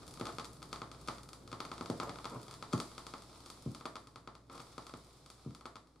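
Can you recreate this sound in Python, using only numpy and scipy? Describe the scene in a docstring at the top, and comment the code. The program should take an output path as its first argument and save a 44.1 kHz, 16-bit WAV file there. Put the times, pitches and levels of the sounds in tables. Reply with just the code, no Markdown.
"""A stylus rides the lead-out of a vinyl record, drops into the locked groove and circles as the volume
fades. Dust and scratches pop, bumps thump, scuffs rasp and the worn groove crackles; flaws in the locked
groove come round again a turn later. They play from a loudspeaker in a small room, with a stereo
microphone far enough off to catch as much room as direct sound. Behind them lie the groove's hiss,
swishing once a turn in the locked groove, and the rumble and hum of the turntable motor."""
import sys
import numpy as np
from scipy import signal
from scipy.fft import rfft, irfft
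from scipy.io import wavfile
from scipy.ndimage import uniform_filter1d

SR = 44100
rng = np.random.default_rng(int(sys.argv[2]) if len(sys.argv) > 2 else 0)


def to_wav(s):
    """Save 16-bit WAV."""
    ch = np.atleast_2d(s).T  # columns
    pcm = np.round(np.clip(ch, -1, 1) * 32767)  # PCM
    wavfile.write(sys.argv[1], SR, pcm.astype(np.int16))


N = 264600
TIME = np.arange(N) / SR

# pops from dust and scratches, a few of them heard again a turn later: start_s, strength_db, sharpness_hz
SCRATCHES = [(.0672, -12, 11100), (.1101, -10, 8550), (.1393, -7.5, 9400), (.1738, -8.5, 3930),
             (.1976, -6.5, 7200), (.2115, 3.5, 2550), (.2551, 1, 4630), (.269, 2, 3800), (.2895, -5, 3250),
             (.3844, 4.5, 3380), (.3974, 1.5, 3720), (.4455, -3, 5300), (.4537, -8, 7960),
             (.6278, -2.8, 4800), (.7293, 5.5, 4170), (.76, -5, 3800), (.818, 2.5, 2450),
             (.9155, -4.5, 4520), (1.0757, -2.25, 6060), (1.0853, 8, 2700), (1.1831, -8, 4000),
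             (1.2329, -9.5, 9600), (1.2898, -8, 6800), (1.332, -4, 6060), (1.4766, -9, 5100),
             (1.5166, -4.5, 4000), (1.5287, 2, 2820), (1.6038, 5.5, 3660), (1.6513, -1, 3460),
             (1.7164, 2.8, 2880), (1.7803, -4.5, 4000), (1.81, 1, 2940), (1.8593, -1.8, 4230),
             (1.9005, 0.5, 4900), (2.0001, 8, 3060), (2.032, -4, 2440), (2.0945, 1.7, 3200),
             (2.1581, -6, 2840), (2.1867, -3.5, 2700), (2.2445, 0, 3500), (2.2549, 4.1, 3300),
             (2.4822, -7.5, 2900), (2.5111, -5, 5500), (2.54, -7, 6360), (2.6255, 1.5, 3140),
             (2.7328, 5.5, 4170), (2.7782, -3.5, 5500), (2.8012, 6.5, 5060), (2.9802, .5, 4270),
             (3.0672, -1, 4860), (3.1382, 0.5, 2740), (3.4611, -7, 5400), (3.5015, -3, 6360),
             (3.7485, -3, 5330), (3.81, -7, 2620), (3.8554, 4.5, 2600), (3.8617, -5, 5500),
             (3.9562, 0, 3570), (3.9657, -4, 3100), (4.0719, -11, 5000), (4.159, -4.5, 3300),
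             (4.275, -1.8, 2500), (4.3525, -9, 3800), (4.4986, -6.5, 2590), (4.5787, -4, 3600),
             (4.6016, -2, 3200), (4.7806, -1, 1680), (4.8953, -4, 2980)]
# bumps in the vinyl: start_s, strength_db, sharpness_hz
VINYL_BUMPS = [(.2108, -1.5, 600), (1.8097, -4, 488), (1.8997, 7.5, 675), (2.7368, 10.5, 323),
               (3.6612, 3.5, 219), (3.6745, 4, 141), (4.9378, -8, 533)]
# scuffed patches: start_s, strength_db, sharpness_hz, length_s
SCUFFED_PATCHES = [(.272, -16, 1780, 0.033), (1.08, -12, 3520, 0.011), (2.023, -8.5, 1360, 0.014),
                   (2.068, -15, 1280, 0.04), (2.308, -16.5, 1040, 0.073), (2.725, -6, 3950, 0.015),
                   (3.856, -16.5, 1600, 0.0079), (4.49, -19.5, 1910, 0.089)]
# wear along the lead-out, heard as hiss and crackle: time_s, relative_level_db
GROOVE_WEAR = [(0.0, -64), (0.32, -61), (0.47, -68.5), (0.67, -68), (0.97, -68), (1.12, -59), (1.3, -72),
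               (1.52, -68), (1.72, -63), (1.95, -61.5), (2.57, -63.5), (2.7, -63.5)]
# colour of the groove's hiss: frequency_hz, relative_density_db
HISS_COLOUR = [(500, 6), (1200, 5.5), (1700, -7.5), (2300, -3), (2800, -7.5), (3600, 1), (4600, 1.5),
               (5300, 0.5), (6200, -5), (7800, -4.5), (10000, -5.5), (12000, -15), (15500, -27)]
# the amplifier's volume fade: time_s, gain_db
VOLUME_FADE = [(4.2, 1.5), (4.7, -2), (5.76, -3.5), (6, -20.5)]
# amplifier bass lift and loudspeaker: frequency_hz, gain_db
SPEAKER_COLOUR = [(25, -43), (60, -1.5), (110, 17), (200, 13), (550, 0.5), (820, -5.5), (1230, 5),
                  (1650, -14), (2850, -14.5), (4600, -8), (6000, -14), (9800, -14.5), (12000, -25),
                  (15500, -34)]
# cone resonances, added to the plain response: pitch_hz, width_hz, gain
CONE_RESONANCES = [(1160, 210, 0.1), (1360, 280, 0.27), (2210, 213, 1), (3510, 330, 0.5), (4720, 110, 0.99)]
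# reflections off near surfaces: delay_s, left_gain, right_gain
REFLECTIONS = [(.00103, -0.52, -0.55), (.00345, -0.47, -0.41)]
# direct sound at the right capsule: frequency_hz, gain_db
RIGHT_CAPSULE = [(100, 0.5), (500, -0.5), (1200, -4.5), (4000, -4.5), (9000, -1.5), (14000, 5.5)]
# standing waves of the room: pitch_hz, level_over_direct_db, t60_s
STANDING_WAVES = [(105.6, 7, 0.041), (143.5, -5, 0.19), (244, 3, 0.071), (291, 3, 0.044), (368, 7, 0.069)]
# diffuse echo of the room: frequency_hz, energy_over_direct_db, t60_s
ROOM_TAIL = [(58.5, -1.5, 0.17), (195, -1, .36), (280, 3.5, 0.32), (456, 1.5, 0.39), (880, 7, 0.37),
             (1004, 3, 0.24), (1297, -3.5, 0.32), (2095, 2.5, 0.38), (1970, -5, 0.28), (4800, -2.5, 0.26),
             (11400, 4.5, 0.49)]
# likeness of diffuse sound at the two capsules: frequency_hz, correlation
CAPSULE_LIKENESS = [(100, 0.97), (250, 0.95), (500, 0.78), (1200, 0.56), (3000, 0.54), (8000, 0.012)]
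# colour of the turntable's rumble: frequency_hz, relative_density_db
RUMBLE_COLOUR = [(20, -11), (42, -51), (56, -2), (78, -8), (125, 5.5), (190, -5), (290, -2.5), (450, -7),
                 (750, -16.5), (1250, -14.5), (1800, -30), (4000, -46.5)]
# rise and fall of the rumble: time_s, relative_level_db
RUMBLE_SWING = [(0.0, -54.5), (1.3, -56), (2.07, -53), (2.87, -59), (6.0, -65.5)]
# motor tones at average rumble: pitch_hz, level_db
MOTOR_TONES = [(59.2, -66), (118.4, -73.5)]

TURN_S, LOCK_S, SETTLE_S = 1.8004, 2.71, .1   # one turn; reaching the locked groove; settling into it
SWISH_DB, SWISH_SAG_DB_PER_S, SWISH_DROP_DB = -60.5, 3.5, 10   # on the relative scale of GROOVE_WEAR
SWISH_ATTACK_S, SWISH_HOLD_S, SWISH_RELEASE_S = 0.014, 1, 0.24


def stylus(kicks, sharpness_hz):
    """Each kick lifts the stylus and lets it settle; the cartridge senses its speed."""
    pole = np.exp(-2 * np.pi * sharpness_hz / SR)
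    lift = signal.sosfilt(np.tile([1 - pole, 0, 0, 1, -pole, 0], (3, 1)), kicks + 1e-18)
    return np.diff(lift, prepend=0) * SR / (2 * np.pi * sharpness_hz)


def flaws(rows, push_cycles, size=2048):
    """Each flaw kicks the stylus once; a wide one pushes for longer, which hollows out the treble."""
    out = np.zeros(N + size)
    for start_s, strength_db, sharpness_hz in rows:
        start = round(start_s * SR)
        push_samples = max(push_cycles * SR / sharpness_hz, 1)
        push = np.clip(push_samples - np.arange(size), 0, 1)
        out[start:start + size] += from_db(strength_db) * stylus(push / push.sum(), sharpness_hz)
    return out[:N]


def locked_groove(rows):
    """Flaws met after the stylus settles in the locked groove come round again one turn later."""
    returns = [(start_s + TURN_S, *rest) for start_s, *rest in rows if start_s > LOCK_S + SETTLE_S]
    return [row for row in list(rows) + returns if row[0] < N / SR]


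def dust(per_s=8.6, strength_db=-10.5, spread_db=2.5, sharpness_hz=5070, spread_octaves=0.82, count=64):
    """Faint specks lie at random along the lead-out: start_s, strength_db, sharpness_hz."""
    starts_s = np.cumsum(rng.exponential(1, count)) / per_s
    return [(start_s, strength_db + spread_db * size, sharpness_hz * 2 ** (spread_octaves * edge))
            for start_s, (size, edge) in zip(starts_s, rng.standard_normal((count, 2)))
            if start_s < LOCK_S]


def scuffs(grains_per_s, spread_db):
    """The stylus skids through each scuff in a swelling, fading run of small kicks."""
    out = np.zeros(N)
    grains = (rng.random(N) < grains_per_s / SR) * rng.choice([-1, 1], N)
    kicks = grains * from_db(spread_db * rng.standard_normal(N))
    for start_s, strength_db, sharpness_hz, length_s in locked_groove(SCUFFED_PATCHES):
        progress = np.clip((TIME - start_s) / length_s, 0, 1)
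        swell = np.sqrt(np.abs(np.sin(np.pi * progress)))
        out += from_db(strength_db) * stylus(kicks * swell, sharpness_hz)
    return out


def crackle(strength_db, per_band_per_s, spread_db, sharpness_hz):
    """Fine dust ticks under the stylus in three bands, from dull to bright."""
    out = 0
    for band_hz in (sharpness_hz / 2, sharpness_hz, sharpness_hz * 2):
        hits = rng.random(N) < per_band_per_s / SR
        sizes = from_db(strength_db + spread_db * np.minimum(rng.exponential(1, N), 3))
        out = out + stylus(hits * sizes * rng.choice([-1, 1], N), band_hz)
    return out


def wall_rub_db():
    """Rubbing follows the lead-out's wear, then swishes each locked turn: starts fast, sags, lets go."""
    into_turn_s = (TIME - LOCK_S) % TURN_S
    release = np.clip((into_turn_s - SWISH_HOLD_S) / SWISH_RELEASE_S, 0, 1)
    swish_db = SWISH_DB - SWISH_SAG_DB_PER_S * into_turn_s - SWISH_DROP_DB * release
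    rub_db = np.where(TIME > LOCK_S, swish_db, over_time(GROOVE_WEAR))
    return uniform_filter1d(rub_db, round(SWISH_ATTACK_S * SR))


def loudspeaker(x, crossover_hz, crossover_q):
    """The speaker colours the sound, its cone rings, and its crossover lets the treble out first."""
    coloured = signal.fftconvolve(x, causal_filter(SPEAKER_COLOUR))[:N]
    rings = sum(gain * signal.lfilter(*signal.iirpeak(hz, hz / width_hz, fs=SR), coloured)
                for hz, width_hz, gain in CONE_RESONANCES)
    _, poles = signal.iirpeak(crossover_hz, crossover_q, fs=SR)
    return signal.lfilter(poles[::-1], poles, coloured + rings)   # all-pass


def direct_path(size, gain_db, right_lag_s):
    """The straight sound and its first reflections reach the microphone's two capsules."""
    hz = np.fft.rfftfreq(size, 1 / SR)
    left, right = 1 + sum(np.outer(gains, np.exp(-2j * np.pi * hz * round(delay_s * SR) / SR))
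                          for delay_s, *gains in REFLECTIONS)
    right = right * rfft(causal_filter(RIGHT_CAPSULE), size) * np.exp(-2j * np.pi * hz * right_lag_s)
    return from_db(gain_db) * irfft([left, right], size) * (TIME[:size] < .02)


def standing_waves(size, start_s):
    """Low room modes boom on after every pulse."""
    age_s = np.maximum(TIME[:size] - start_s, 0)
    out = 0
    for pitch_hz, level_db, t60_s in STANDING_WAVES:
        amplitude = from_db(level_db) * 2 * np.log(1000) / (t60_s * SR)
        out = out + amplitude * from_db(-60 * age_s / t60_s) * np.sin(2 * np.pi * pitch_hz * age_s)
    return out


def reverb(size, gap_s, build_s, bands=10):
    """Diffuse echoes swell after a short gap and die away, each octave at its own rate."""
    age_s, hz = TIME[:size], np.fft.rfftfreq(size, 1 / SR)
    spectrum = rfft(diffuse_noise(ROOM_TAIL, size))
    swell = 1 - np.exp(-np.maximum(age_s - gap_s, 0) / build_s)
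    centres_hz = np.geomspace(30, 15000, bands)
    out = 0
    for centre_hz, pick in zip(centres_hz, np.eye(bands)):
        band = irfft(spectrum * np.interp(hz, centres_hz, pick), size)
        decay = swell * from_db(-60 * age_s / at_hz(ROOM_TAIL, centre_hz, column=2))
        out = out + band * decay / np.sqrt(np.sum(decay ** 2))
    return out


def room(x, size=24000):
    """The small room from where the microphone stands: direct sound, standing waves, diffuse echo."""
    direct = direct_path(size, gain_db=0.5, right_lag_s=.000025)
    boom = standing_waves(size, start_s=0.0027)
    tail = reverb(size, gap_s=0.00099, build_s=0.00095)
    return signal.fftconvolve(x[None], direct + boom + tail, axes=1)[:, :N]


def groove_hiss(rub_db, gain_db, floor_db):
    """The groove wall hisses with a slight flutter; the amplifier's own hiss stays as a floor."""
    level_db = np.maximum(rub_db + gain_db, floor_db)
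    flutter_db = .6 * drift(40)
    return from_db(level_db + flutter_db) * rms_one(diffuse_noise(HISS_COLOUR, N))


def hum(waver_db, wander_rad):
    """The motor's low tones waver a little in level and phase."""
    out = 0
    for pitch_hz, level_db in MOTOR_TONES:
        amplitude = np.sqrt(2) * from_db(level_db + waver_db * drift(6.3))
        out = out + amplitude * np.sin(2 * np.pi * pitch_hz * TIME + wander_rad * drift(3.6))
    return out


def motor(rumble_gain_db, hum_share):
    """The turntable rumbles, and its hum follows a share of the rumble's swing in level."""
    rumble_db = over_time(RUMBLE_SWING)
    rumble = from_db(rumble_db + rumble_gain_db) * rms_one(diffuse_noise(RUMBLE_COLOUR, N))
    hum_swing = from_db(hum_share * (rumble_db - rumble_db.mean()))
    return rumble + hum_swing * hum(waver_db=1.0, wander_rad=0.4)


def diffuse_noise(colour, size):
    """Coloured noise, alike at both capsules in the bass and unrelated in the treble."""
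    hz = np.fft.rfftfreq(size, 1 / SR)
    mid, side = rfft(rng.standard_normal((2, size)))
    alike = at_hz(CAPSULE_LIKENESS, hz)
    stereo = np.sqrt((1 + alike) / 2) * mid + np.sqrt((1 - alike) / 2) * side * [[1], [-1]]
    return irfft(stereo * from_db(at_hz(colour, hz)), size)


def causal_filter(colour, size=4096):
    """Minimum-phase impulse response for a table of frequency_hz, gain_db."""
    gain = from_db(at_hz(colour, np.fft.rfftfreq(size, 1 / SR)))
    cepstrum = irfft(np.log(gain))
    cepstrum[1:size // 2] *= 2
    cepstrum[size // 2 + 1:] = 0
    return irfft(np.exp(rfft(cepstrum)))


def drift(rate_hz):
    """A slow random wander with an RMS of one."""
    knots = rng.standard_normal(1024)
    return rms_one(np.interp(TIME * rate_hz, np.arange(len(knots)), knots))


def at_hz(points, hz, column=1):
    """Reads one column of a table on a log-frequency axis."""
    table = np.array(points)
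    return np.interp(np.log(np.maximum(hz, 1)), np.log(table[:, 0]), table[:, column])


def over_time(curve):
    """Reads a table of time_s, value at every sample."""
    return np.interp(TIME, *np.transpose(curve))


def from_db(db):
    return 10 ** (np.asarray(db) / 20)


def rms_one(x):
    return x / np.sqrt(np.mean(x ** 2) + 1e-20)


def scene():
    """Pops, thumps, rasps and crackle cross the room from the speaker, over groove hiss and the motor."""
    rub_db, volume_db = wall_rub_db(), over_time(VOLUME_FADE)
    pops = flaws(locked_groove(SCRATCHES) + dust(), push_cycles=0.12)
    thumps = flaws(locked_groove(VINYL_BUMPS), push_cycles=0.04)
    rasps = scuffs(grains_per_s=1000, spread_db=3.0)
    ticks = crackle(rub_db + 43, per_band_per_s=11, spread_db=2.84, sharpness_hz=6650)
    amplified = from_db(volume_db) * (pops + thumps + rasps + ticks)
    at_microphone = room(loudspeaker(amplified, crossover_hz=3200, crossover_q=1.54))
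    hiss = groove_hiss(rub_db + volume_db, gain_db=1, floor_db=-76)
    return at_microphone + hiss + motor(rumble_gain_db=-1.5, hum_share=0.65)


def record(dry):
    """The top is cut steeply above 15.6 kHz."""
    return signal.sosfilt(signal.ellip(10, .2, 80, 15600, fs=SR, output="sos"), dry)


dry = scene()
out = record(dry)
to_wav(out)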